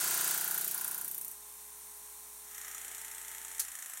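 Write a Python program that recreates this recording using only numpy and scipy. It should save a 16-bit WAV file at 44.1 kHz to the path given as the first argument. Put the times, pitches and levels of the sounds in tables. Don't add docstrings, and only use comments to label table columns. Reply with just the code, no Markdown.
import sys
import numpy as np
from scipy import signal
from scipy.fft import rfft, irfft
from scipy.io import wavfile

SR = 44100
rng = np.random.default_rng(int(sys.argv[2]) if len(sys.argv) > 2 else 0)


def waveform_to_disk(signal):
    frames = np.transpose(np.atleast_2d(signal))
    scaled = np.clip(frames, -1, 1) * 32767
    samples = np.round(scaled).astype(np.int16)
    wavfile.write(sys.argv[1], SR, samples)


N = 176400
TIME = np.arange(N) / SR
CUTOFF_HZ = 15900


def amp(db):
    return 10 ** (np.asarray(db) / 20)


def unit(x):
    return x / np.sqrt(np.mean(x ** 2) + 1e-20)


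def curve(rows, times=TIME):
    return np.interp(times, *np.transpose(rows))


def level_at(spectrum, hz):
    points_hz, db = np.transpose(spectrum)
    return np.interp(np.log(hz + 1e-3), np.log(points_hz), db)


def colour(x, spectrum, peaks=()):
    size = 2 * N
    hz = np.arange(N + 1) * SR / size
    peaks_db = sum(lift / (1 + ((hz - centre) / width) ** 2) for centre, width, lift in peaks)
    gain = amp(level_at(spectrum, hz) + peaks_db)
    gain /= np.sqrt(np.mean(gain ** 2 * (hz < CUTOFF_HZ)))
    cepstrum = irfft(np.log(gain))[:N]
    cepstrum[1:] *= 2
    return irfft(rfft(x, size) * np.exp(rfft(cepstrum, size)))[:N]


def grit(count, spread_db):
    noise = rng.standard_normal(count)
    sizes = amp(spread_db * np.clip(rng.standard_normal(count), -2, 2))
    return unit(noise * sizes)


def hits(times, levels_db, contacts, crack_s, tail_s, tail_db, alike):
    t = TIME[:SR // 6]
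    power = amp(2 * tail_db) * np.exp(-2 * t / tail_s)
    for delay, db in contacts:
        power += amp(2 * db) * (t >= delay) * np.exp(-2 * abs(t - delay) / crack_s)
    repeated = np.sqrt(alike) * rng.standard_normal(len(t))
    out = np.zeros(N + SR)
    for time, db in zip(times, levels_db):
        start = int(time * SR)
        fresh = np.sqrt(1 - alike) * grit(len(t), spread_db=3)
        out[start:start + len(t)] += amp(db) * np.sqrt(power) * (repeated + fresh)
    return out[:N]


# (time [s], speed [strokes/s])
CRANK_SPEED = [(0, 29.9), (1.2, 29.9), (1.4, 29.96), (3.595, 29.96), (4, 25.87)]

def crank():
    return np.cumsum(curve(CRANK_SPEED)) / SR


def each_stroke(turns, point):
    return np.interp(np.arange(int(turns[-1] - point) + 1) + point, turns, TIME)


def stroke_vibration(turns, spectrum, count=170, size=8192):
    multiples = np.arange(count)
    strengths = (multiples > 1) * amp(level_at(spectrum, multiples * CRANK_SPEED[0][1]))
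    phases = np.exp(2j * np.pi * rng.random(count))
    one_stroke = unit(irfft(strengths * phases, size))
    return np.interp(turns % 1, np.arange(size) / size, one_stroke)


def swell(turns, point, hz, swell_s):
    times = each_stroke(turns, point)
    kicks = np.zeros(N)
    kicks[(times * SR).astype(int)] = amp(.5 * rng.standard_normal(len(times)))
    t = TIME[:SR // 8]
    note = t / swell_s * np.exp(1 - t / swell_s) * np.sin(2 * np.pi * hz * t)
    return signal.fftconvolve(kicks, note)[:N]


def workshop_echo(x, fade_s=0.21, level_db=-9.5):
    t = TIME[:SR // 2]
    tail = rng.standard_normal(len(t)) * amp(-60 * t / fade_s) * (t > .006)
    return amp(level_db) * signal.fftconvolve(x, tail / np.sqrt(np.sum(tail ** 2)))[:N]


# (pitch [x stroke rate], level [dB])
WHINE_TONES = [(7, -85), (14, -72.5), (22, -82), (28, -78), (35, -78)]
# (time [s], level [dB])
FRAME_TONE_LEVEL = [(2.75, -92), (3.0, -67.5), (3.6, -67), (3.7, -90)]
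# (time [s], level [dB])
HUM_LEVEL = [(0, -86), (.35, -96), (.6, -81), (.9, -76), (3.72, -74.5), (3.8, -100)]
# (frequency [Hz], level [dB])
HISS_COLOUR = [(90, -23.5), (300, -14.5), (520, -17.5), (1000, -10.5), (2100, -11), (3000, -14.5),
               (4800, -12.5), (5700, -6.5), (7600, -4.5), (8800, 1.5), (11500, -3), (15800, -8)]
# (frequency [Hz], width [Hz], boost [dB])
GEAR_PEAKS = [(3655, 36, 7), (4210, 45, 6.5), (13100, 220, 8)]

def motor(turns):
    def tone(multiple):
        return np.sqrt(2) * np.sin(2 * np.pi * (multiple * turns + rng.random()))
    coasting_s = np.maximum(TIME - CRANK_SPEED[-2][0], 0)
    whine = sum(amp(db) * tone(round(multiple)) for multiple, db in WHINE_TONES)
    whine *= amp(-220 * coasting_s)
    hum = amp(curve(HUM_LEVEL)) * np.sqrt(2) * np.sin(2 * np.pi * 60 * TIME)
    hiss = amp(-51) * colour(grit(N, spread_db=4), HISS_COLOUR, GEAR_PEAKS)
    frame_tone = amp(curve(FRAME_TONE_LEVEL)) * tone(multiple=30)
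    return whine + frame_tone + hum + hiss


# (point in the turn [0-1], pitch [Hz], swell time [s], level [dB])
LINKAGE_NOTES = [(0.23, 854, 0.0018, -62), (0.73, 862, 0.0018, -63.5), (0.37, 1022.0, 0.0033, -60),
                 (0.74, 1030.0, 0.0031, -62.5)]
# (time [s], level [dB])
LINKAGE_LEVEL = [(2.45, -1), (2.6, -6), (4, -6)]

def linkage(turns):
    whirr = sum(amp(db) * swell(turns, point, hz, swell_s) for point, hz, swell_s, db in LINKAGE_NOTES)
    return amp(curve(LINKAGE_LEVEL)) * whirr


# (time [s], level [dB])
BUZZ_LEVEL = [(2.42, -79), (2.5, -64), (2.66, -56.5), (4, -59.5)]
# (frequency [Hz], level [dB])
BUZZ_COLOUR = [(200, -22.5), (550, -18), (780, -1.5), (1100, -9.5), (1280, 1.5), (1480, -1.5), (1700, 3.5),
               (2020, 4), (2500, -5), (3200, -3.5), (4500, -14.5)]
CLATTER_POINT = .215

def frame_buzz(turns, jolt_height=0.54, jolt_fade_turns=0.098):
    regular = 0.67 * stroke_vibration(turns, BUZZ_COLOUR)
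    rough = 0.62 * colour(grit(N, spread_db=8.5), BUZZ_COLOUR)
    turns_since_tap = (turns - CLATTER_POINT) % 1
    jolt = 1 + jolt_height * np.exp(-turns_since_tap / jolt_fade_turns)
    return unit((regular + rough) * jolt) * amp(curve(BUZZ_LEVEL)) * (TIME > BUZZ_LEVEL[0][0])


# (time [s], level [dB])
KNOCK_HITS = [(3.5943, -28.5), (3.5966, -27), (3.5996, -25), (3.604, -28), (3.614, -44)]
# (frequency [Hz], level [dB])
KNOCK_COLOUR = [(200, -40), (600, -33), (1500, -9), (3000, -11), (4600, -1.5), (5800, 2.5), (8500, 3),
                (10300, 6), (11800, 5.5), (14000, -3), (15800, -12)]
# (time [s], level [dB])
BUMP_HITS = [(2.848, -63), (2.88, -60.5), (2.905, -63), (3.6, -63)]
# (frequency [Hz], level [dB])
BUMP_COLOUR = [(80, -28), (380, 11), (600, 9), (4000, -24)]

def knocks():
    sharp = hits(*np.transpose(KNOCK_HITS), contacts=[(0.00052, 0.0082)],
                 crack_s=0.0033, tail_s=0.014, tail_db=-12.5, alike=0.26)
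    dull = hits(*np.transpose(BUMP_HITS), contacts=[(0.0028, 0.0078)],
                crack_s=0.0054, tail_s=0.035, tail_db=-6.5, alike=0.24)
    return colour(sharp, KNOCK_COLOUR) + colour(dull, BUMP_COLOUR)


# (time [s], level [dB])
CLATTER_LEVEL = [(2.42, -65), (2.5, -43), (2.58, -36.5), (2.72, -35), (2.81, -36.5), (3.5, -37.5),
                 (3.98, -36.5)]
# (delay [s], level [dB])
TAP_BOUNCES = [(0, -1.5), (.002, -3), (0.014, -16), (0.023, -10.5)]
# (frequency [Hz], level [dB])
CLATTER_COLOUR = [(300, -22.5), (700, -18), (1300, -10.5), (1900, -1.5), (2500, -9.5), (3300, -8.5),
                  (4900, -16), (5600, -3), (8000, 1.5), (10400, -3.5), (11200, -2.5), (12800, -3),
                  (14000, -9), (15800, -25)]
# (frequency [Hz], width [Hz], boost at first [dB], boost once settled [dB])
FREE_TOOL_PEAKS = [(1268, 52, 19, 10.5), (1870, 150, 7, 1.5), (5640, 70, 7.5, -1), (6270, 90, 10, 1),
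                   (7010, 50, 14.5, 11), (8130, 220, -2, 4.5), (11000, 160, 10, 10), (12500, 73, 10, 7)]

def tool_clatter(turns, settle_s=2.765):
    times = each_stroke(turns, CLATTER_POINT)
    times = times[times > CLATTER_LEVEL[0][0]]
    levels_db = curve(CLATTER_LEVEL, times) + .8 * rng.standard_normal(len(times))
    taps = hits(times, levels_db, TAP_BOUNCES, crack_s=0.002, tail_s=0.021, tail_db=-11.5, alike=0.46)
    early_peaks = [(hz, width, boost) for hz, width, boost, _ in FREE_TOOL_PEAKS]
    settled_peaks = [(hz, width, boost) for hz, width, _, boost in FREE_TOOL_PEAKS]
    early = colour(taps * (TIME < settle_s), CLATTER_COLOUR, early_peaks)
    settled = colour(taps * (TIME >= settle_s), CLATTER_COLOUR, settled_peaks)
    return early + settled


# (time [s], level [dB])
RATTLE_LEVEL = [(0, -35.5), (.32, -37), (.45, -41.5), (.7, -44.5), (.95, -49), (1.12, -56.5), (1.4, -66.5)]
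# (frequency [Hz], level [dB])
RATTLE_COLOUR = [(100, -33), (600, -15.5), (1500, -5), (2500, -7), (4000, -4), (5300, -2.5), (6500, 0.5),
                 (8700, 2), (10500, -1), (13000, -6.5), (15800, -4)]

def panel_rattle():
    rattle = grit(N, spread_db=4) * amp(curve(RATTLE_LEVEL))
    return colour(rattle, RATTLE_COLOUR, peaks=[(4785, 67, 9.2)])


# (point in the turn [0-1], pitch [Hz], swell time [s], level in grip 0, 1, 2 [dB])
PANEL_NOTES = [(0.71, 168.5, 0.0057, -55, -57.5, -62.5), (0.57, 231.5, 0.012, -62.5, -64.5, -65.5),
               (0.95, 403, 0.0031, -48.5, -53, -59.5), (0.79, 672.0, 0.0059, -53, -56, -66.5),
               (0.81, 847, 0.0016, -47, -48.5, -52.5), (0.49, 850, 0.0014, -48.0, -45, -52),
               (0.22, 1004, 0.00095, -45.5, -58.0, -52), (0.53, 1038.0, 0.0046, -46.5, -57.0, -52.0),
               (0.9, 1440.0, 0.0031, -40.5, -43, -50.0), (0.39, 1442, 0.0011, -39.5, -43.5, -46.5),
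               (0.77, 1476.0, 0.0052, -43, -43.5, -50), (0.41, 1508, 0.001, -40.5, -39.5, -47),
               (0.95, 1718.0, 0.0064, -47.5, -52, -58.5)]
# (time [s], grip [0-2])
GRIP_POSITION = [(.3, 0), (.39, 1), (.68, 1), (.75, 2)]
# (time [s], level [dB])
LOW_NOTE_LEVEL = [(.7, -1), (1.0, -1), (1.2, -6.5), (1.7, -37)]
# (time [s], level [dB])
RING_LEVEL = [(0, 0), (.55, 0.5), (.71, -11.5), (.75, 2), (1.03, -2), (1.1, -15), (1.4, -50)]
# (frequency [Hz], level [dB])
DRONE_COLOUR = [(80, -28), (300, -4.5), (2200, 4), (5000, -12)]
# (pitch [x stroke rate], starting level [dB])
DRONE_TONES = [(11, -62), (18, -62)]

def panel_drone(turns, high_above_hz=800):
    low_gain, ring_gain = amp(curve(LOW_NOTE_LEVEL)), amp(curve(RING_LEVEL))
    grip, rattle_db = curve(GRIP_POSITION), curve(RATTLE_LEVEL)
    out = amp(rattle_db - 18) * stroke_vibration(turns, DRONE_COLOUR) * ring_gain
    for point, hz, swell_s, *levels_db in PANEL_NOTES:
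        note = swell(turns, point, hz, swell_s) * amp(np.interp(grip, [0, 1, 2], levels_db))
        out += note * (ring_gain if hz > high_above_hz else low_gain)
    fade_db = rattle_db - rattle_db[0]
    for multiple, db in DRONE_TONES:
        out += amp(db + fade_db) * np.sin(2 * np.pi * round(multiple) * turns)
    return out


# (time [s], level [dB])
BLOW_LEVEL = [(0, -26.5), (.25, -24.5), (.42, -25.5), (.56, -24.5), (.72, -26.5), (.9, -27.5),
              (1.05, -29.5), (1.22, -31), (1.31, -35), (1.36, -64)]
# (delay [s], level [dB])
BLOW_BOUNCES = [(0, -8), (.001, -1.5), (.003, -3.5), (.006, -5)]
# (frequency [Hz], level [dB])
BLOW_COLOUR = [(500, -28), (2000, -21.5), (4800, -23), (6500, -11.5), (8000, -12), (9300, 0.5), (10400, -5),
               (11500, -0.5), (13500, -1), (15800, -5)]
# (frequency [Hz], width [Hz], boost [dB])
TOOL_PEAKS = [(9570, 63, 5), (10920, 76, 9), (12000, 73, 8.5), (13550, 76, 9)]

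def hammer(turns):
    times = each_stroke(turns, point=.25)
    times = times[times < BLOW_LEVEL[-1][0]]
    levels_db = curve(BLOW_LEVEL, times) + 0.38 * rng.standard_normal(len(times))
    blows = hits(times, levels_db, BLOW_BOUNCES, crack_s=0.0013, tail_s=0.016, tail_db=-11, alike=0.47)
    return colour(blows, BLOW_COLOUR, TOOL_PEAKS)


def scene():
    turns = crank()
    drone, rattle = panel_drone(turns), panel_rattle()
    clatter, buzz = tool_clatter(turns), frame_buzz(turns)
    impacts = hammer(turns) + rattle + clatter + knocks()
    return (impacts + workshop_echo(impacts) + drone + buzz + linkage(turns) + motor(turns))[None]


# (frequency [Hz], width [Hz], level change [dB])
TREBLE_DIPS = [(4900, 220, -6), (10450, 180, -3.5)]

def record(dry):
    dipped = colour(dry[0], spectrum=[(1000, 0)], peaks=TREBLE_DIPS)[None]
    treble_cut = signal.ellip(12, .1, 80, CUTOFF_HZ, fs=SR, output="sos")
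    return signal.sosfilt(treble_cut, dipped)


dry = scene()
out = record(dry)
waveform_to_disk(out)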